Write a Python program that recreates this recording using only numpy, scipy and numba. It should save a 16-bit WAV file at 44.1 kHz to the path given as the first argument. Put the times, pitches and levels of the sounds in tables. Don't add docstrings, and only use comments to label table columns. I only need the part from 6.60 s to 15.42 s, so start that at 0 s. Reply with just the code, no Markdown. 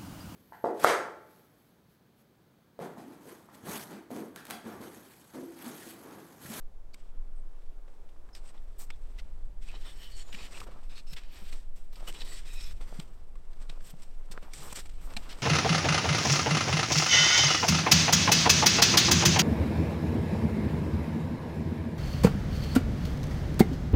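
import sys
import numpy as np
from scipy import signal
from scipy.fft import rfft, irfft
from scipy.io import wavfile
from scipy.ndimage import uniform_filter1d, map_coordinates
from numba import njit

SR = 44100
rng = np.random.default_rng(int(sys.argv[2]) if len(sys.argv) > 2 else 0)


def log_audio(samples):
    frames = np.atleast_2d(samples).T
    limited = np.clip(frames, -1, 1)
    pcm = np.round(limited * 32767).astype(np.int16)
    wavfile.write(sys.argv[1], SR, pcm)


N = 388962

# t/s, swell/s, hold/s, fade/s, crush level/dB,
# offsets from it of icy treble/dB, fine hiss/dB and deep packing/dB, hollow under the sole f/Hz
CRUNCHES = [ (0.343, .005, 0.11, 0.064, -71.5, -11, -21, -5, 2940),
            (0.945, .01, 0.083, .12, -73, -15, -18, -3, 2700),
            (1.272, .01, .06, .08, -76.5, -6, -13, 7, 2350),
            (1.485, .006, .005, 0.038, -70, -11, -17, -4, 3000),
            (1.747, 0.014, 0.013, 0.047, -55.5, -10, -20, -7, 4300),
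            (1.797, 0.062, 0.049, 0.011, -62, -3.5, -23, 0.5, 2600),
            (1.923, 0.021, 0.016, .02, -66, -21, -21, 6, 2280),
            (2.182, 0.011, 0.036, 0.033, -57, 5, 1.5, -2.5, 4180),
            (2.577, 0.011, 0.014, 0.011, -50.5, -30, -34, -11, 3600),
            (3.008, 0.019, 0.6, .01, -60, -10.5, -18, -9, 3400),
            (3.076, 0.079, .005, 0.045, -50.5, -25, -29, -5, 2940),
            (3.19, 0.067, .005, 0.18, -53, -17, -19, -7, 3150),
            (3.338, 0.095, 0.018, 0.12, -53, -13.5, -13, -11, 3520),
            (3.5, 0.093, .005, .055, -52.5, -5, -32, -8, 4350),
            (3.62, 0.066, .005, .08, -56.5, -12, -15, -2, 3500),
            (3.717, .025, .004, 0.025, -43, -18, -20, -12, 2580),
            (3.755, 0.0055, .1, .04, -50, -10.5, -26, -6.5, 2700),
            (3.842, 0.087, .11, 0.02, -53, -6.5, -16, -2, 2500),
            (4.053, 0.02, .002, 0.013, -54.5, -12, -19, 1.5, 2420),
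            (4.058, 0.0085, 0.034, 0.27, -61.5, -17, -19, 8, 2390),
            (4.291, 0.0054, 0.069, .02, -55, -17, -29, -11, 3800),
            (4.33, .045, 0.029, 0.014, -51, -15, -28, -18, 3890),
            (4.462, 0.0055, 0.036, .02, -60, -10, -20, -14, 4350),
            (4.491, 0.042, .006, .012, -50, -15, -6, -8, 4180),
            (4.559, 0.0068, 0.02, 0.028, -48, -21, -22, -10.5, 2800),
            (4.59, .008, 0.16, .05, -59, -22, -24, -7.5, 2950),
            (4.69, 0.056, 0.15, 0.067, -55, -11.5, -14, -7, 3570),
            (4.909, 0.016, .004, 0.096, -52.5, -6.5, -14, -4.5, 4020),
            (5.15, 0.011, .004, .14, -63.5, -5, -8, 0, 3000),
            (5.322, .006, .004, .07, -57.5, -12, -11, -9, 3790),
            (5.362, 0.0067, 0.096, .01, -57, -11, -16, 0.5, 3200),
            (5.464, .014, 0.012, 0.04, -44, -5.5, -12, -4, 2880),
            (5.534, 0.0054, .004, 0.21, -49.5, -8.5, -16, -3.5, 3200),
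            (5.594, 0.026, .003, 0.021, -43.5, -20, -20, -9, 3850),
            (5.627, 0.024, 0.051, .03, -51.5, -7, -15, -8.5, 3550),
            (5.68, 0.042, 0.06, 0.065, -49, -9.5, -21, -11, 3300),
            (5.844, 0.013, 0.05, .03, -55.5, -10.5, -15, -9, 3250),
            (5.867, 0.073, .015, 0.064, -48, -6.5, -15, -12, 3500),
            (5.959, 0.028, 0.14, .012, -52.5, -12, -18, -13, 4000),
            (6.199, 0.013, .003, 0.043, -50.5, -7, -23, -2, 2570),
            (6.244, 0.035, 0.15, 0.037, -58.5, -7.5, -14, 0.5, 2600),
            (6.988, .028, .004, .065, -61, -8, -15, 9, 2420),
            (7.084, 0.0087, 0.09, .04, -65.5, -10, -18, 3, 2500),
            (7.205, 0.062, 0.042, 0.017, -58, -0.5, -5, -4.5, 3200),
            (7.34, .025, .005, .015, -68, -12, -14, -3, 2780),
            (7.368, 0.042, 0.024, 0.05, -63, -8, -13, -1, 3070),
            (7.71, 0.0044, 0.0054, 0.025, -47, -3.5, -14, -9, 4780),
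            (7.729, 0.0087, 0.045, .03, -61.5, -12, -22, 4, 3300),
            (7.816, 0.013, .004, 0.16, -58, -12, -14, 6.5, 2350),
            (7.931, 0.0058, 0.095, .03, -53.5, 0.5, -14, -4, 3730),
            (7.975, 0.058, 0.043, 0.16, -50.5, -4.5, -9, -0.5, 3380),
            (8.144, 0.016, .005, 0.05, -38.5, -2.5, -14, -12, 3800),
            (8.177, 0.0078, 0.021, 0.026, -48.5, -9, -19, -3.5, 3480),
            (8.25, .008, .003, 0.018, -56.5, -8, -21, 0, 3450),
            (8.407, 0.0085, 0.04, 0.033, -65.5, 0.5, 2, 7.5, 2200),
            (8.455, .048, .005, 0.13, -57.5, -13, -6.5, 4.5, 2300),
            (8.561, 0.0046, .02, .08, -55, -9, -13, -3.5, 2600),
            (8.6, 0.032, .06, .02, -57, -13, -16, 0.5, 2500),
            (8.687, 0.0066, .04, 0.016, -46, -17, -20, -10.5, 3160),
            (8.744, 0.045, .004, 0.055, -52, -9, -15, -7, 2730)]
# t/s, crush level/dB, deep packing offset/dB
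RUSTLE = [(.3, -87, 12), (.6, -84, 15), (.8, -79.5, 4), (1.3, -82, 7), (1.65, -78, 7.5), (2.05, -72.5, 1),
          (2.35, -72.5, -1), (2.55, -69, 2), (2.7, -74, 3.5), (2.95, -82, 2), (4.25, -67.5, -3),
          (4.45, -70.5, -12), (5.1, -76, -3), (5.3, -75.5, -6), (6.17, -66.5, -7), (6.52, -67.5, 4),
          (6.72, -79, 1), (6.92, -71, 0.5), (7.5, -69.5, -8), (7.68, -72, 2), (8.35, -65, -2.5),
          (8.82, -60.5, 7.5)]
# f/Hz, level/dB
SNOW_SPECTRUM = [(150, 3.5), (250, 5), (527, 3.5), (638, 1.5), (708, 1.5), (1230, 2), (1550, -2.5),
                 (2510, -4), (3620, -6.5), (5780, -11.5), (6410, -19), (8320, -8), (9890, -24),
                 (12500, -13.5), (15800, -25)]
# t/s, length/s, delay/ms, strength (negative comes back inverted)
HOLLOW_SLIDES = [(3.2, .5, 0.82, -.23), (4.28, .14, 0.79, 0.35), (4.46, .1, 0.75, 0.46),
                 (5.84, 0.3, 0.774, 0.3), (6.18, 0.33, 0.75, -.25)]
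# t/s, length/s, share of the scrape's power that goes through the shaft
DRAGS = [(3.02, .68, .35), (3.75, .12, .3), (4.465, .08, .3), (4.6, .3, .2), (5.54, .26, .55),
         (5.87, .25, .6)]
# f/Hz, relative level/dB
SHAFT_MODES = [(1920, -4), (2490, 0), (3040, 1.5), (3400, 0), (3850, 1.5), (4470, -1), (5300, -3),
               (7000, -14)]
# t/s, body peak/dB, treble offset/dB, low end offset/dB, f/Hz
CRACKS = [(0.3408, -44.5, -10, -13, 2330), (1.277, -60, -24, 5, 1980), (1.488, -62, -25, -12, 3500),
          (1.6876, -57.5, -18, 4, 1650), (1.749, -40.5, -9, -20, 5250), (1.9749, -56, -27, 1, 3570),
          (2.302, -35.5, -20, -9, 2420), (3.0848, -44, -15, -15, 2590), (3.7267, -36, -13, -19, 2960),
          (3.745, -32.5, -29, -25, 2480), (3.9698, -38, -25, -14, 2740), (4.0004, -36.5, -10, -18, 2560),
          (4.5316, -38, -9, -32, 4170), (4.567, -37.5, -29, -18, 3270), (4.9262, -42, -13, -10, 4600),
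          (5.3553, -45, -10, -18, 5160), (5.481, -41, -19, -20, 2960), (5.544, -39, -15, -27, 3030),
          (5.607, -38.5, -19, -12, 3900), (6.007, -38.5, -12, -12, 4360), (6.211, -47, -13, -12, 2240),
          (6.3971, -34.5, -9.5, -4, 3560), (6.754, -58, -7, 8, 1910), (6.931, -55, -16, -13, 1620),
          (7.0942, -36, -19, -10, 3780), (7.205, -51, -22, -3, 1780), (7.419, -51, -1, -5, 5600),
          (7.429, -49, -1, -2, 5400), (7.934, -37, -2, -13, 5160), (8.1247, -41, 4, 1, 2150),
          (8.1524, -50, -6, -15, 4940), (8.2556, -47, -7, -16, 2380), (8.293, -50, -7, -12, 2810),
          (8.5653, -27, -16, -27, 2400), (8.6965, -46, -17, -16, 2510), (8.7256, -41, -19, -18, 3900)]
# t/s, peak/dB, f/Hz, decay/cycles
KNOCKS = [(1.953, -56, 584, 1.6), (2.661, -54, 509, 2.5), (3.141, -41.5, 800, 1.9), (3.697, -46, 707, 2.2),
          (4.016, -35.5, 1200, 4.3), (4.087, -38.5, 511, 1), (4.229, -52, 805, 2.5), (5.406, -48, 678, 1.9),
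          (5.428, -38.5, 622, 1.3), (6.326, -35.5, 626, 1), (7.127, -44, 530, 0.88), (7.176, -47, 620, 1.5),
          (7.34, -45.5, 643, 1.2), (7.742, -42, 546, 0.94), (7.777, -37.5, 487, 1.2),
          (7.777, -27.5, 1370, 1.36), (7.826, -47, 513, 2.7), (7.882, -41, 781, 1.2),
          (8.124, -42, 1020, 6.7), (8.594, -49, 660, 2.3)]
# t/s, length/s, f/Hz, level/dB
SQUEAKS = [(0.75, 0.068, 8260, -76), (0.332, 0.017, 4590, -59.5), (1.726, 0.062, 5220, -62),
           (1.75, .04, 8250, -66), (1.862, 0.049, 8150, -66), (3.079, 0.033, 2600, -55),
           (3.239, 0.1, 3480, -58), (3.244, 0.11, 8400, -65.5), (3.24, 0.067, 1900, -62),
           (3.393, 0.087, 1770, -69), (3.502, 0.14, 4430, -58.5), (3.55, 0.089, 7000, -60.5),
           (3.616, 0.28, 7050, -65), (3.782, .04, 2480, -53.5), (3.94, 0.023, 2670, -52.5),
           (4.462, 0.079, 5280, -59), (5.472, 0.036, 2970, -45), (5.534, 0.048, 3000, -56),
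           (5.58, .21, 4470, -59), (5.599, 0.032, 3890, -49.5), (5.65, 0.11, 1950, -59),
           (5.675, 0.091, 7830, -56), (5.927, 0.195, 5300, -58), (5.89, 0.23, 2470, -64),
           (8.563, 0.023, 770, -46.5), (8.564, 0.012, 4080, -38.5), (2.294, 0.061, 3500, -68),
           (4.35, 0.06, 4350, -57), (6.0, .12, 11400, -69)]
# t/s, peak/dB, f/Hz, t60/s
THUDS = [(2.289, -52.5, 138, 0.07), (3.742, -42.5, 183, 0.039), (4.085, -52, 139, 0.078),
         (4.524, -42, 147, 0.033), (4.817, -51, 184, 0.077), (6.389, -31, 163, 0.031),
         (7.093, -48, 147, 0.042), (7.335, -40.5, 167, 0.029), (7.7, -47, 180, 0.04),
         (7.822, -56, 175, 0.059), (7.988, -49, 141, 0.16), (8.125, -50, 209, 0.039),
         (8.563, -42, 222, 0.053)]
# t/s, slow swing level/dB, buffet level/dB, flutter level/dB
WIND_LEVELS = [(0.0, -34.5, -53, -70), (0.37, -41.5, -56, -69.5), (0.61, -31, -61.5, -68.5),
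               (1.55, -40, -51.5, -73), (2.11, -35, -49.5, -70.5), (2.77, -34.5, -41.5, -67),
               (3.05, -31.5, -45, -66.5), (3.4, -37.5, -48, -66.5), (3.66, -31.5, -46, -66.5),
               (4.0, -41, -47.5, -63), (4.3, -32, -53, -66), (4.76, -36.5, -47.5, -69),
               (4.93, -30, -48.5, -69), (5.5, -35, -58, -68), (6.11, -31, -38.5, -64.5),
               (6.3, -35.5, -51, -61), (6.6, -39, -47.5, -67.5), (7.12, -31, -54, -67.5),
               (7.32, -39, -57, -61.5), (7.59, -32.5, -59, -69), (8.06, -40.5, -46.5, -70.5),
               (8.47, -33, -42.5, -62), (8.62, -35, -46, -59), (8.82, -39, -49, -64)]
# f/Hz, level/dB
WIND_SPECTRUM = [(2.4, -41), (4.0, 2.5), (16, 4), (24, -5), (34, -8), (43, -14.5), (75, -24.5), (103, -31),
                 (188, -30.5), (221, -36.5), (300, -42), (390, -64), (660, -120)]
# f/Hz, level/dB
HUSH_SPECTRUM = [(150, -32), (250, -8), (366, -4.5), (696, -8), (786, -10.5), (887, -11.5), (1110, -15),
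                 (1520, -18.5), (2940, -26.5), (3490, -26), (4150, -28.5), (8030, -31.5), (15800, -37)]

CRUSH_HZ, ICY_HZ, FINE_HZ = 1600, 6300, 9800


def crunches():
    (crush_gain, icy_gain, fine_gain, deep_gain), hollow_hz = pressure()
    _, crush, icy, _ = snow_layers(grains(scatter_db=2.6, patch_db=2.1, patch_hz=90))
    icy = icy * undb(wander(40))
    fine = colour(grains(scatter_db=2.8, patch_db=2.4, patch_hz=80), SNOW_SPECTRUM, lo_hz=FINE_HZ)
    deep = colour(grains(scatter_db=2.9, patch_db=1.8, patch_hz=60), SNOW_SPECTRUM, hi_hz=CRUSH_HZ)
    pocket = grains(scatter_db=2.0, patch_db=4.5, patch_hz=40)
    hollow = unit(swept_bandpass(pocket, hollow_hz, damping=0.39))
    scrape = pole_shaft(undb(-4.5) * crush + undb(-8.5) * hollow)
    slide = gap_echo(crush_gain * scrape + icy_gain * icy)
    return slide + fine_gain * fine + deep_gain * deep


def pressure(swing_db=18, rustle_icy_db=-8.5, rustle_fine_db=-15, rustle_hz=2550):
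    t = np.arange(N) / SR
    times, db, deep_db = np.transpose(RUSTLE)
    power = (t > times[0]) * undb(2 * np.interp(t, times, db)) + 1e-18
    offsets_db = np.broadcast_arrays(0, rustle_icy_db, rustle_fine_db, np.interp(t, times, deep_db))
    layer_power = power * undb(2 * np.array(offsets_db))
    weighted_hz = power * rustle_hz
    for start, swell, hold, fade, db, icy_db, fine_db, deep_db, hz in CRUNCHES:
        cut = slice(int(start * SR), int((start + swell + hold + 4 * fade) * SR))
        age = t[cut] - start
        rising = np.maximum(1 - age / swell, 0)
        falling = np.maximum(age - swell - hold, 0) / fade
        power = undb(2 * (db - swing_db * (rising + falling)))
        layer_power[:, cut] += power * undb(2 * np.array([[0], [icy_db], [fine_db], [deep_db]]))
        weighted_hz[cut] += power * hz
    return np.sqrt(layer_power), weighted_hz / layer_power[0]


def grains(scatter_db, patch_db, patch_hz):
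    return rng.standard_normal(N) * undb(scatter_db * rng.exponential(size=N) + patch_db * wander(patch_hz))


def snow_layers(crystals):
    edges = [0, CRUSH_HZ, ICY_HZ, FINE_HZ, SR]
    return [colour(crystals, SNOW_SPECTRUM, lo, hi) for lo, hi in zip(edges, edges[1:])]


def gap_echo(slide, bounces=4):
    i, lag, gain = np.arange(N), np.zeros(N), np.zeros(N)
    for start, length, delay_ms, strength in HOLLOW_SLIDES:
        cut = slice(int(start * SR), int((start + length) * SR))
        lag[cut] = delay_ms * SR / 1000
        gain[cut] = np.clip(strength, -.9, .9) * signal.windows.tukey(len(i[cut]), .3)
    lag *= 1 + 0.0057 * wander(9.3)
    echoes = sum(gain ** k * map_coordinates(slide, [i - k * lag], order=3) for k in range(1, bounces + 1))
    return (slide + echoes) * np.sqrt(1 - gain ** 2)


def pole_shaft(scrape, width_hz=260, shaft_db=-2):
    slip = grains(scatter_db=2.2, patch_db=2.5, patch_hz=54)
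    share, modes = np.zeros(N), np.zeros(N)
    for start, length, part in DRAGS:
        cut = slice(int(start * SR), int((start + length) * SR))
        share[cut] = part * signal.windows.tukey(len(share[cut]), .2)
    for hz, db in SHAFT_MODES:
        mode = unit(ring(ring(slip, hz, width_hz), hz, width_hz))
        modes += undb(db + 3.2 * wander(10)) * mode
    return np.sqrt(1 - share) * scrape + np.sqrt(share) * undb(shaft_db) * unit(modes)


def cracks(rise_s=0.0018, hold_s=0.0049, fade_s=0.0034, crumble_s=0.026):
    deep, crush, icy, fine = snow_layers(grains(scatter_db=1.5, patch_db=2.5, patch_hz=300))
    out, t = np.zeros(N), np.arange(SR // 12) / SR
    after_hold = np.maximum(t - hold_s, 0)
    decay = np.exp(-after_hold / fade_s) + undb(-24) * np.exp(-after_hold / crumble_s)
    envelope = np.minimum(t / rise_s, 1) * decay
    for start, db, icy_db, deep_db, hz in CRACKS:
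        cut = slice(int(start * SR), int(start * SR) + len(t))
        burst = envelope * ring(crush[cut], hz=4070, width_hz=8000)
        body = burst + 1.6 * ring(burst, hz, width_hz=hz * .16)
        fringe = undb(icy_db) * (icy[cut] + 0.25 * fine[cut]) + undb(deep_db) * deep[cut]
        out[cut] += undb(db) * (body / np.abs(body).max() + envelope * fringe / 2.14)
    return out


def knocks():
    out, t = np.zeros(N), np.arange(SR // 50) / SR
    for start, db, hz, cycles in KNOCKS:
        i = int(start * SR)
        swing = np.sin(2 * np.pi * hz * t) * np.sqrt(hz * t) * np.exp(-2.5 * hz * t / cycles)
        out[i:i + len(t)] -= undb(db) * swing / np.abs(swing).max()
    return out


def squeaks():
    out = np.zeros(N)
    slip = grains(scatter_db=1.0, patch_db=2.0, patch_hz=35)
    for start, length, hz, db in SQUEAKS:
        cut = slice(int(start * SR), int((start + length) * SR))
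        tone = unit(ring(slip[cut], hz, width_hz=140))
        out[cut] += undb(db) * signal.windows.tukey(len(tone), .4) * tone
    return out


def thuds(push_s=0.01):
    out, t = np.zeros(N), np.arange(SR // 4) / SR
    for start, db, hz, t60 in THUDS:
        i = int(start * SR)
        envelope = (1 - np.exp(-t / push_s)) * np.exp(-np.log(1000) * t / t60)
        plank = envelope * np.sin(2 * np.pi * hz * t)
        out[i:i + len(t)] += (undb(db) * plank / np.abs(plank).max())[:N - i]
    return out


def microphone_wind(buffet_hz=24, flutter_hz=110):
    times, *levels = np.transpose(WIND_LEVELS)
    slow_db, buffet_db, flutter_db = (np.interp(np.arange(N) / SR, times, db) for db in levels)
    slow = colour(rng.standard_normal(N), WIND_SPECTRUM, hi_hz=buffet_hz)
    size = uniform_filter1d(np.abs(signal.hilbert(slow)), size=SR // 6)
    slow = unit(slow / (0.12 + size))
    buffet = colour(rng.standard_normal(N), WIND_SPECTRUM, lo_hz=buffet_hz, hi_hz=flutter_hz)
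    flutter = colour(rng.standard_normal(N), WIND_SPECTRUM, lo_hz=flutter_hz)
    return undb(slow_db) * slow + undb(buffet_db) * buffet + undb(flutter_db) * flutter


def forest_hush(level_db=-66, swell_db=.7):
    return undb(level_db + swell_db * wander(2.2)) * colour(rng.standard_normal(N), HUSH_SPECTRUM)


def undb(db):
    return 10 ** (np.asarray(db) / 20)


def unit(x):
    return x / np.sqrt(np.mean(x ** 2))


def wander(rate_hz):
    hold = int(SR / rate_hz)
    steps = np.repeat(rng.standard_normal(N // hold + 1), hold)
    return unit(uniform_filter1d(uniform_filter1d(steps, hold), hold)[:N])


def colour(x, spectrum, lo_hz=0, hi_hz=SR, order=6):
    f = np.maximum(np.fft.rfftfreq(N, 1 / SR), 1)
    hz, db = np.transpose(spectrum)
    gain = undb(np.interp(np.log(f), np.log(hz), db))
    band = 1 / np.sqrt((1 + (lo_hz / f) ** (2 * order)) * (1 + (f / hi_hz) ** (2 * order)))
    return unit(irfft(rfft(x) * gain * band, N))


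def ring(x, hz, width_hz):
    return signal.lfilter(*signal.iirpeak(hz, hz / width_hz, fs=SR), x)


@njit
def swept_bandpass(x, hz, damping):
    out, band_state, low_state = np.empty(len(x)), 0., 0.
    for i in range(len(x)):
        g = np.tan(np.pi * hz[i] / SR)
        band = (band_state + g * (x[i] - low_state)) / (1 + g * (g + damping))
        band_state = 2 * band - band_state
        low_state += 2 * g * band
        out[i] = damping * band
    return out


def scene():
    walker = crunches() + cracks() + knocks() + squeaks() + thuds()
    return (walker + microphone_wind() + forest_hush())[None]


def record(dry):
    top_hz = 15850
    return signal.sosfilt(signal.ellip(10, .2, 60, top_hz, fs=SR, output="sos"), dry)


dry = scene()
out = record(dry)
log_audio(out)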